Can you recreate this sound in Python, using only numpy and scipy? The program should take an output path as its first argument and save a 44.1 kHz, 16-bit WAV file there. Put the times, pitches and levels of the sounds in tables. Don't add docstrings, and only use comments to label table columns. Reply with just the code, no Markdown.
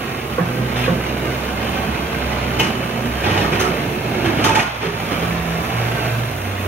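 import sys
import numpy as np
from scipy import signal
from scipy.fft import rfft, irfft, next_fast_len
from scipy.io import wavfile
from scipy.ndimage import uniform_filter1d, map_coordinates

SR = 44100
rng = np.random.default_rng(int(sys.argv[2]) if len(sys.argv) > 2 else 0)


def put_to_file(sound):
    columns = np.atleast_2d(sound).T
    safe = np.clip(columns, -1, 1)
    whole_steps = np.round(safe * 32767)
    wavfile.write(sys.argv[1], SR, whole_steps.astype(np.int16))


N = 294147


def amp(db):
    return 10 ** (np.asarray(db) / 20)


def unit(x):
    return x / np.sqrt(np.mean(x ** 2) + 1e-20)


def along(points, hz):
    f, v = np.transpose(points)
    return np.interp(np.log(hz + 1), np.log(f + 1), v)


def curves(rows):
    s, *cols = np.transpose(rows)
    return [np.interp(np.arange(N) / SR, s, c) for c in cols]


def wobble(rate):
    knots = rng.standard_normal(int(N * rate / SR) + 4)
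    return map_coordinates(knots, [np.arange(N) * rate / SR])


def swell(s, length, rise, fall):
    t = np.arange(N) / SR - s
    return np.clip(t / rise, 0, 1) * np.clip(1 - (t - length) / fall, 0, 1)


def filtered(x, response):
    size = next_fast_len(N + SR // 2)
    return irfft(rfft(x, size) * response(np.fft.rfftfreq(size, 1 / SR)), size)[..., :N]


def coloured(spectrum, gate=1):
    noise = gate * rng.standard_normal(N)
    return unit(filtered(noise, lambda hz: amp(along(spectrum, hz))))


def tone(hz):
    return np.sqrt(2) * np.sin(2 * np.pi * (np.cumsum(hz) / SR + rng.random()))


def narrow(hz, width):
    phase = 2 * np.pi * np.cumsum(hz) / SR
    return unit(wobble(width) * np.cos(phase) + wobble(width) * np.sin(phase))


def shimmer(x, depth_db):
    z = signal.stft(x, nperseg=2048)[2]
    across_pitch = uniform_filter1d(rng.standard_normal(z.shape), size=2, axis=0)
    field = uniform_filter1d(across_pitch, size=18, axis=1)
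    return unit(signal.istft(z * amp(depth_db * unit(field)), nperseg=2048)[1][:N])


def add(track, s, sound):
    part = track[round(s * SR):][:len(sound)]
    part += sound[:len(part)]


# frequency in Hz, time to fall by 60 dB in seconds.
YARD_DECAY = [(100, 0.58), (1000, 0.28), (4000, 0.059), (14000, 0.1)]


def yard(x):
    hz, t, z = signal.stft(rng.standard_normal(SR // 2), SR, nperseg=256)
    t60 = along(YARD_DECAY, hz)[:, None]
    fading = z * amp(-60 * t / t60) / np.sqrt(t60)
    tail = signal.istft(fading, SR, nperseg=256)[1]
    return signal.fftconvolve(x, unit(tail) / np.sqrt(len(tail)))[:N]


HUM_HZ, HUM_DB = 64.5, -39.5
PUMP_HZ = 1552
SWELL_RISE_S, SWELL_FALL_S = 0.05, 0.3
# start in seconds, length in seconds, gain in dB.
HUM_SWELLS = [(0.601, 1.33, 7.5), (2.152, 0.29, 12.5), (3.049, 0.14, 11.5), (3.36, 0.34, 6.5),
              (4.2, 0.24, 5), (5.1, 1.1, 3)]
# start in seconds, length in seconds, level in dB, pitch in Hz.
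THROBS = [(1.661, 0.38, -34.5, 73), (5.15, 0.5, -36, 75.8)]
# start in seconds, length in seconds, level in dB.
PUMP_RUNS = [(.42, 1.64, -40), (5.769, 0.27, -33.5)]


def hums():
    span = lambda s, length: swell(s, length, SWELL_RISE_S, SWELL_FALL_S)
    hum_db = HUM_DB + sum(db * span(s, length) for s, length, db in HUM_SWELLS)
    hum = amp(hum_db + 0.63 * wobble(9.7)) * tone(HUM_HZ * (1 + 0.0033 * wobble(5.0)))
    throb = sum(amp(db) * span(s, length) * tone(np.full(N, hz)) for s, length, db, hz in THROBS)
    rumble_spectrum = [(20, -35), (40, -34), (52, -8), (75, -2), (110, -3.0), (250, -24), (700, -90)]
    rumble = amp(-43.5 + 4.5 * wobble(2.94)) * coloured(rumble_spectrum)
    pump_level = sum(amp(db) * span(s, length) for s, length, db in PUMP_RUNS)
    whine = pump_level * narrow(np.full(N, PUMP_HZ), width=50)
    return hum + throb + rumble + whine


FLANK_S, FLANK_TURN_S = 4.73, 0.56


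def flank():
    return .5 + .5 * np.tanh((np.arange(N) / SR - FLANK_S) / FLANK_TURN_S)


SOFTEN_S, SOFTEN_LENGTH_S = 6.09, 0.28


def softened():
    return np.clip((np.arange(N) / SR - SOFTEN_S) / SOFTEN_LENGTH_S, 0, 1)


DIP_S, DIP_LENGTH_S, DIP_FALL_S, DIP_RECOVER_S = 4.593, 0.23, 0.14, 0.17


def dip():
    return swell(DIP_S, DIP_LENGTH_S, DIP_FALL_S, DIP_RECOVER_S)


# time in seconds, level change in dB.
LOAD = [(0, -3), (.34, -3.5), (.7, -1), (1.4, -1), (1.76, 1.4), (2.05, -1), (2.37, 1.5), (2.75, -0.5),
        (3.1, -2), (3.42, 3), (4, -1), (4.45, 3), (5, -1), (5.2, 1), (5.5, 0), (5.95, 2), (6.35, -1),
        (6.67, 0.5)]


def working_db(flank_db, dip_db, load_share=1):
    return load_share * curves(LOAD)[0] + flank_db * flank() + dip_db * dip()


BODY_DB, CLATTER_DB, FAN_DB, HISS_DB = -25.5, -25.5, -39.5, -41
FLANK_BODY_DB, FLANK_CLATTER_DB, FLANK_FAN_DB, FLANK_HISS_DB = -3, -0.35, 4, 1.7
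DIP_BODY_DB, DIP_CLATTER_DB, DIP_HISS_DB = -10, -3, -7.5
SOFTEN_BODY_DB, SOFTEN_CLATTER_DB, SOFTEN_HISS_DB = -2, -2.5, -.7
# frequency in Hz, density in dB per Hz.
AIR = [(20, -14), (1000, -14), (4000, -27), (6000, 3.5), (8000, 5), (10500, 1.5), (15000, 3.5), (16000, 0)]


def hiss():
    level_db = HISS_DB + working_db(FLANK_HISS_DB, DIP_HISS_DB, load_share=0.17) + SOFTEN_HISS_DB * softened()
    return amp(level_db + 0.85 * wobble(13.0)) * coloured(AIR, gate=amp(1.3 * wobble(250)))


def fan():
    fan_hz = 650
    level_db = FAN_DB + working_db(FLANK_FAN_DB, DIP_CLATTER_DB)
    return amp(level_db + wobble(6.3)) * narrow(np.full(N, fan_hz), width=220)


BOOM_HZ, BOOM_SAG_HZ_PER_S = 175.4, 53
BOOM_DELAY_S, BOOM_RISE_S, BOOM_HOLD_S, BOOM_FALL_S = .01, 0.02, 0.049, 0.0065
BOOM_TAIL_DB, BOOM_TAIL_T60_S = -6, 0.78
PLATE_RING_HZ, PLATE_RING_DB, PLATE_RING_T60_S = 522, -13.5, 1.4
# multiple of the boom, level in dB.
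BOOM_PARTIALS = [(1, 0), (2, -15.5), (3, -15), (4, -19)]
# start in seconds, slap level in dB, slap pitch in Hz, boom level in dB.
PLATES = [(.381, -9.5, 502, -17.5), (.877, -11, 510, -16), (4.243, -13.5, 344, -31),
          (4.828, -15.5, 423, -35), (5.225, -17, 431, -34)]


def plates():
    out, t = np.zeros(N), np.arange(SR // 2) / SR
    slap_partials = [(.64, -6), (1, 2.5), (2.2, -3), (2.9, -8.5)]  # (multiple of the slap pitch, dB)
    grit_spectrum = [(90, -31), (200, -10.0), (500, -2.0), (800, 0.5), (1800, -0.5), (3500, -40.0)]
    for s, slap_db, hz, boom_db in PLATES:
        knock = sum(amp(db) * np.sin(2 * np.pi * hz * ratio * t) for ratio, db in slap_partials)
        grit = coloured(grit_spectrum)[:len(t)]
        slap = knock * amp(-60 * t / 0.079) + 0.32 * grit * amp(-60 * t / 0.24)
        slap = slap * (1 - np.exp(-t / 0.003))
        bend = swell(BOOM_DELAY_S, BOOM_HOLD_S, BOOM_RISE_S, BOOM_FALL_S)[:len(t)]
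        tail = amp(BOOM_TAIL_DB - 60 * t / BOOM_TAIL_T60_S) * (1 - np.exp(-t / 0.022))
        phase = 2 * np.pi * (BOOM_HZ - BOOM_SAG_HZ_PER_S * t / 2) * t + 0.23 * wobble(95)[:len(t)]
        buzz = sum(amp(db) * np.sin(k * phase + 2 * np.pi * rng.random()) for k, db in BOOM_PARTIALS)
        boom = buzz * (bend + tail) * amp(1.2 * wobble(108)[:len(t)])
        ring = np.sin(2 * np.pi * PLATE_RING_HZ * t) * amp(PLATE_RING_DB - 60 * t / PLATE_RING_T60_S)
        add(out, s, amp(slap_db) * slap + amp(boom_db) * (boom + ring))
    return out


GROAN_RISE_S, GROAN_FALL_S = 0.032, .1
GROAN_WAVER, GROAN_TONE_DB = .013, -3
# start in seconds, length in seconds, level in dB,
# starting pitch in Hz, roughness width in Hz, sag in Hz per second.
GROANS = [(3.356, 0.13, -32, 441, 47, 3), (3.563, 0.17, -30, 373, 30.05, 23),
          (3.8, 0.16, -33.5, 365, 35.9, 27), (4.04, 0.13, -29, 365, 51.06, 57),
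          (4.216, 0.18, -23.5, 348, 36, 229), (4.807, .08, -29.5, 425, 70, 195)]


def groan():
    t, out = np.arange(N) / SR, np.zeros(N)
    waver = 1 + GROAN_WAVER * wobble(16)
    for s, length, db, hz, width, sag in GROANS:
        pitch = waver * (hz - sag * np.clip(t - s, 0, length + GROAN_FALL_S))
        voice = unit(narrow(pitch, width) + amp(GROAN_TONE_DB) * tone(pitch))
        out += amp(db) * swell(s, length, GROAN_RISE_S, GROAN_FALL_S) * voice
    return out


CLANK_SCRAPE_DB, RATTLE_SCRAPE_DB = -14, -26.5
# time in seconds, blow level in dB,
# thud trim in dB, crack level in dB, ring level in dB, pitch that rings most in Hz.
CLANKS = [(2.595, -9.5, -3, -20, -14.5, 2833), (2.645, -15, 0, -40, -31, 2460),
          (3.602, -8, -11, -22, -23, 1340), (3.644, -14.5, -10, -38, -25, 1350),
          (4.444, -5.5, -8, -21, -22.5, 1250), (4.489, -11.5, -7, -40, -22, 917),
          (4.556, -8, -13, -35, -17, 876), (4.592, -11, -20, -42, -18, 2500)]
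# time in seconds, blow level in dB,
# thud trim in dB, ring level in dB, pitch that rings most in Hz.
RATTLES = [(.765, -13.5, -21, -35, 2600), (.8, -13.5, -21, -31, 2603), (.838, -13, -12, -28, 2480),
           (1.248, -26, -3, -29, 1213), (3.205, -26, -10, -38, 2480), (3.24, -13.5, -7, -26.5, 2480),
           (3.266, -11, -2, -25, 790), (3.306, -17, -8, -25, 2480), (3.345, -13.5, 0, -23, 820),
           (3.372, -10, -15, -23, 2950), (3.405, -16, 1, -33, 820), (3.438, -16, -6, -25, 1350),
           (3.473, -26, 1, -38, 820), (3.524, -15, -1.5, -23, 2460), (3.549, -15, -4, -28, 2480),
           (4.252, -11.5, -3, -34, 2500), (4.388, -15.5, -2, -26, 1450), (4.826, -16, -4, -40, 2500),
           (4.863, -16.5, -7, -29, 2500), (5.116, -15, 0, -29.5, 1370)]


def contacts():
    return ([(s, db, thud_db, CLANK_SCRAPE_DB) for s, db, thud_db, *_ in CLANKS]
            + [(s, db, thud_db, RATTLE_SCRAPE_DB) for s, db, thud_db, *_ in RATTLES])


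def strikes():
    return [(s, db, hz) for s, *_, db, hz in CLANKS + RATTLES]


IMPACTS_PER_S, IMPACT_SPREAD_DB, IMPACT_DECAY_S = 260, 1, .003
IMPACT_RUB = 0.53


def hail():
    spread_db = IMPACT_SPREAD_DB * np.clip(rng.standard_normal(N), -1.5, 1.5)
    hits = (rng.random(N) < IMPACTS_PER_S / SR) * amp(spread_db) ** 2
    power = signal.lfilter([1], [1, -np.exp(-1 / (IMPACT_DECAY_S * SR))], hits)
    return unit(np.sqrt(power / power.mean() + IMPACT_RUB))


CONTACT_SHIMMER_DB = 3.5
# frequency in Hz, density in dB per Hz.
CONTACT = [(100, -36), (400, -13), (850, 2.5), (1250, -3.5), (1700, -2), (2700, -4), (3300, -5.5),
           (4200, -12), (6200, -19), (9000, -23.5), (16000, -44)]
THUD = [(40, -32), (90, 9.5), (230, 6.5), (380, 10.5), (600, 0.5), (1500, -46)]
SCRAPE = [(1500, -30), (3000, 8), (6200, 16.5), (9000, 8.5), (15500, -22)]


def chatter():
    t = np.arange(SR // 2) / SR
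    burst = lambda t60, rise: (1 - np.exp(-t / rise)) * amp(-60 * t / t60)
    contact, thud, scrape = np.zeros((3, N))
    for s, db, thud_db, scrape_db in contacts():
        start = s - .009
        add(contact, start, (amp(db - 6.5) * burst(t60=0.27, rise=0.0069)) ** 2)
        add(thud, start, (amp(db + thud_db - 2.5) * burst(t60=0.29, rise=0.016)) ** 2)
        add(scrape, start, (amp(db + scrape_db) * burst(t60=0.24, rise=0.013)) ** 2)
    grain = hail()
    steel = shimmer(coloured(CONTACT, grain), CONTACT_SHIMMER_DB)
    landing = np.sqrt(contact) * steel + np.sqrt(thud) * coloured(THUD)
    return landing + np.sqrt(scrape) * coloured(SCRAPE, grain)


# frequency in Hz, level in dB, time to fall by 60 dB in seconds
STEEL = [(790, -2.5, .8), (845, -5, 0.97), (878, 0, 1.2), (923, -3, 0.68), (1008, 1, 0.34),
         (1206, 2.5, 0.71), (1328, 2, 0.63), (1440, -4, .73), (1870, 1, 0.48), (2194, -1.5, 0.32),
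         (2505, -2.5, .45), (2660, -4, 0.36), (2734, -2.5, 0.3), (2954, -1.5, 0.62), (3240, -5, .15),
         (4800, -23, .3), (6160, -19, .3)]


def clangs():
    out, t = np.zeros(N), np.arange(SR) / SR
    damping = 0.45 + np.exp(-t / 0.02)
    for s, db, focus_hz in strikes():
        for hz, level, t60 in STEEL:
            spot_db = max(-22 * abs(np.log2(hz / focus_hz)), -13)
            drift = rng.random() + 2.0 * np.cumsum(rng.standard_normal(len(t))) / np.sqrt(SR)
            decay = amp(level + spot_db + rng.normal(0, 2.0) - 60 * t / t60)
            ring = np.sin(2 * np.pi * (hz * t + drift)) * decay
            add(out, s, amp(db) * ring * damping * (1 - np.exp(-t / 0.0024)))
    return out


def cracks():
    t = np.arange(SR // 4) / SR
    level = np.zeros(N)
    for s, _, _, db, *_ in CLANKS:
        add(level, s - .002, amp(db) * (1 - np.exp(-t / 0.0038)) * amp(-60 * t / 0.11))
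    spectrum = [(1500, -12), (3000, 7), (3900, 3), (4800, -3), (6200, 13), (9000, 0), (15500, 3)]
    return level * coloured(spectrum, gate=amp(1.1 * wobble(600)))


SLIP_RISE_S, SLIP_FALL_S = 0.0056, 0.011
SLIP_ROUGHNESS, SLIP_JUDDER_HZ = 0.19, 260.4
# start in seconds, length in seconds, level in dB, pitch in Hz.
SLIPS = [(.834, 0.011, -29, 2485), (2.596, .01, -26, 870), (3.27, 0.0083, -24, 824),
         (3.372, 0.028, -27.5, 830), (3.402, .016, -21.5, 438), (3.527, .012, -25, 2350),
         (3.6, 0.018, -28.5, 1323), (3.64, .02, -27, 1330), (4.448, .016, -19.5, 874),
         (4.462, 0.0088, -21.5, 1280), (4.485, 0.027, -18, 898), (4.513, 0.019, -26, 2560),
         (4.564, 0.024, -17.5, 879), (4.59, 0.0083, -21, 2490), (4.618, 0.065, -31.5, 1432)]


def slips():
    out, t = np.zeros(N), np.arange(SR // 8) / SR
    judder = np.array([wobble(SLIP_JUDDER_HZ), wobble(SLIP_JUDDER_HZ)]) * SLIP_ROUGHNESS
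    for s, length, db, hz in SLIPS:
        size, bend = judder[:, round(s * SR):][:, :len(t)]
        sing = np.sqrt(2) * (1 + size) * np.sin(2 * np.pi * (hz * t + rng.random()) + bend)
        add(out, s, amp(db) * swell(0, length, SLIP_RISE_S, SLIP_FALL_S)[:len(t)] * sing)
    return out


DRONE_FALL_S = 0.17
DRONE_OVERTONE_DB, DRONE_WAVER = -21, 0.0078
# start in seconds, length in seconds, level in dB,
# starting pitch in Hz, final pitch in Hz, rise in seconds.
DRONES = [(1.532, .06, -32, 109, 106, .05), (3.22, 0.14, -25, 92.3, 98.7, 0.042),
          (3.36, 0.276, -29.5, 156.7, 147.8, .05), (3.66, 0.207, -35, 147.3, 139.3, .05),
          (3.743, 0.49, -36, 211.3, 211.4, 0.06), (4.15, 0.35, -31.5, 110.1, 105.3, 0.045),
          (4.739, 0.61, -36, 108.3, 113, 0.046), (4.804, 0.27, -33, 166, 166.5, 0.067),
          (5.1, 0.46, -24, 168.5, 166.8, 0.16), (5.59, 0.15, -33, 166.6, 175.6, .05),
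          (5.67, 0.55, -24, 118.4, 116.8, 0.085), (5.881, 0.44, -32.5, 141, 136, .05),
          (6.22, 0.63, -25.5, 98, 94.3, 0.27)]


def drones():
    out = np.zeros(N)
    waver = 1 + DRONE_WAVER * wobble(22)
    for s, length, db, start_hz, final_hz, rise in DRONES:
        level = amp(db) * swell(s, length, rise, DRONE_FALL_S)
        on = level > 0
        pitch = curves([(s, start_hz), (s + length, final_hz)])[0] * waver
        phase = 2 * np.pi * (np.cumsum(pitch[on]) / SR + rng.random())
        overtones = amp(DRONE_OVERTONE_DB) * sum(np.sin(k * phase) for k in range(2, 5))
        out[on] += np.sqrt(2) * level[on] * (np.sin(phase) + overtones)
    return out * amp(0.57 * wobble(25))


# time in seconds, firings per second.
SPEED = [(0, 69), (.5, 62.3), (.8, 62.6), (1.3, 64.6), (1.5, 62), (2.15, 65), (2.45, 62.8), (3.15, 60.8),
         (3.7, 63.4), (4.4, 63.5), (5.5, 61), (6.1, 60), (6.67, 61)]
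# time in seconds, level in dB.
EXHAUST = [(0, -33.5), (.35, -44), (.5, -25.5), (.8, -26), (1.03, -30.5), (1.3, -30.5), (1.5, -44),
           (2.1, -44), (2.27, -30.5), (3.03, -31), (3.3, -45), (5, -40), (6.67, -37)]
# multiple of the firing rate, level in dB re the drone.
PIPE_ORDERS = [(2, 0), (4, -7), (6, -10.5), (8, -9.5)]


def exhaust():
    speed = curves(SPEED)[0] * (1 + 0.006 * wobble(12))
    drone_db = curves(EXHAUST)[0]
    odd_db = BODY_DB + working_db(FLANK_BODY_DB, DIP_BODY_DB) - 17.0
    even = sum(amp(drone_db + db + 1.8 * wobble(13)) * tone(k * speed) for k, db in PIPE_ORDERS)
    odd = sum(amp(odd_db + 0.45 * wobble(3.0)) * narrow(k * speed, width=10) for k in range(5, 10, 2))
    return even + odd


CLATTER_SHIMMER_DB = 2.7
# frequency in Hz, width in Hz, level in dB.
PANELS = [(107, 46.4, -0.5), (164, 37, 2), (225, 44, 2.5), (345, 50, -1.5), (382, 35, 0), (448.3, 31.5, -2),
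          (518, 43, -6.5), (703, 93, -8.5), (909, 33, -7.5)]
# frequency in Hz, density in dB per Hz.
CLATTER = [(150, -12), (400, -2.5), (800, 4), (1250, 2.5), (1900, -0.5), (2600, 0.5), (3500, -7),
           (5000, -13.5), (7000, -19.5), (10000, -27.5), (16000, -38)]


def panel_response(f):
    modes = sum((-1) ** k * amp(db) * 1j * f * w / (c * c - f * f + 1j * f * w)
                for k, (c, w, db) in enumerate(PANELS))
    return modes * f ** 4 / (f ** 4 + 56 ** 4)


def engine():
    body_db = BODY_DB + working_db(FLANK_BODY_DB, DIP_BODY_DB) + SOFTEN_BODY_DB * softened()
    clatter_db = CLATTER_DB + working_db(FLANK_CLATTER_DB, DIP_CLATTER_DB) + SOFTEN_CLATTER_DB * softened()
    firings = np.cumsum(curves(SPEED)[0]) / SR
    index = firings.astype(int)
    cylinder_db = np.array([-0.8, -4.0, -3.5, -4.5])[index % 4]
    strength = amp(cylinder_db + 1.0 * rng.standard_normal(1000)[index])
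    blow = strength * np.exp(-(firings % 1) / 0.54)
    tick_db = 2 * rng.standard_normal(2000)[(2 * firings).astype(int)]
    valves = amp(tick_db) * np.exp(-(2 * firings % 1) / 0.1)
    shaken = filtered((0.45 + blow) * rng.standard_normal(N), panel_response)
    body = shimmer(shaken, depth_db=2.0)
    clatter_gate = (1.2 + 0.35 * blow + 0.41 * valves) * amp(1.35 * wobble(220))
    clatter = shimmer(coloured(CLATTER, gate=clatter_gate), CLATTER_SHIMMER_DB)
    return amp(body_db + 0.91 * wobble(10)) * body + amp(clatter_db + 0.88 * wobble(18)) * clatter


# frequency in Hz, likeness from 0 to 1.
ALIKE = [(150, .998), (450, 0.93), (620, 0.75), (850, 0.5), (1650, 0.24), (2600, 0.81), (3300, 0.21),
         (4900, 0.74), (6400, 0.34), (7800, 0.99), (9500, 0.35), (11500, 1), (15000, 1)]
# frequency in Hz, radians by which the right leads.
LEAD = [(600, 0), (780, 1.04), (1000, 4), (1300, 4.5), (1800, 6.5), (2900, 7), (3600, 2), (5200, 3.5),
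        (6200, 5), (7200, 3), (8500, 3.5), (11000, -1)]


def scene():
    running = lambda: engine() + fan() + hiss() + groan()
    blows = chatter() + clangs() + cracks() + plates()
    singing = slips()
    turn = lambda hz: np.arccos(np.clip(along(ALIKE, hz), 0, 1)) / 2
    direct = running() + exhaust() + drones() + hums() + blows
    diffuse = running() + yard(blows + amp(-15) * singing)
    mid = filtered(direct, lambda hz: np.cos(turn(hz)))
    side = filtered(diffuse, lambda hz: np.sin(turn(hz)))
    left = filtered(mid + side, lambda hz: np.exp(-1j * along(LEAD, hz)))
    return np.array([left, mid - side]) + singing


TOP_HZ = 15800
# frequency in Hz, left minus right in dB.
BALANCE_DB = [(60, -1.5), (130, -2), (280, -5), (1600, -4.5), (2500, 0), (15000, 0)]


def record(dry):
    heard = filtered(dry, lambda hz: amp(np.outer([1, -1], along(BALANCE_DB, hz)) / 2))
    rounded = heard / (1 + (heard / .9) ** 6) ** (1 / 6)
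    return filtered(rounded, lambda hz: hz < TOP_HZ)


dry = scene()
out = record(dry)
put_to_file(out)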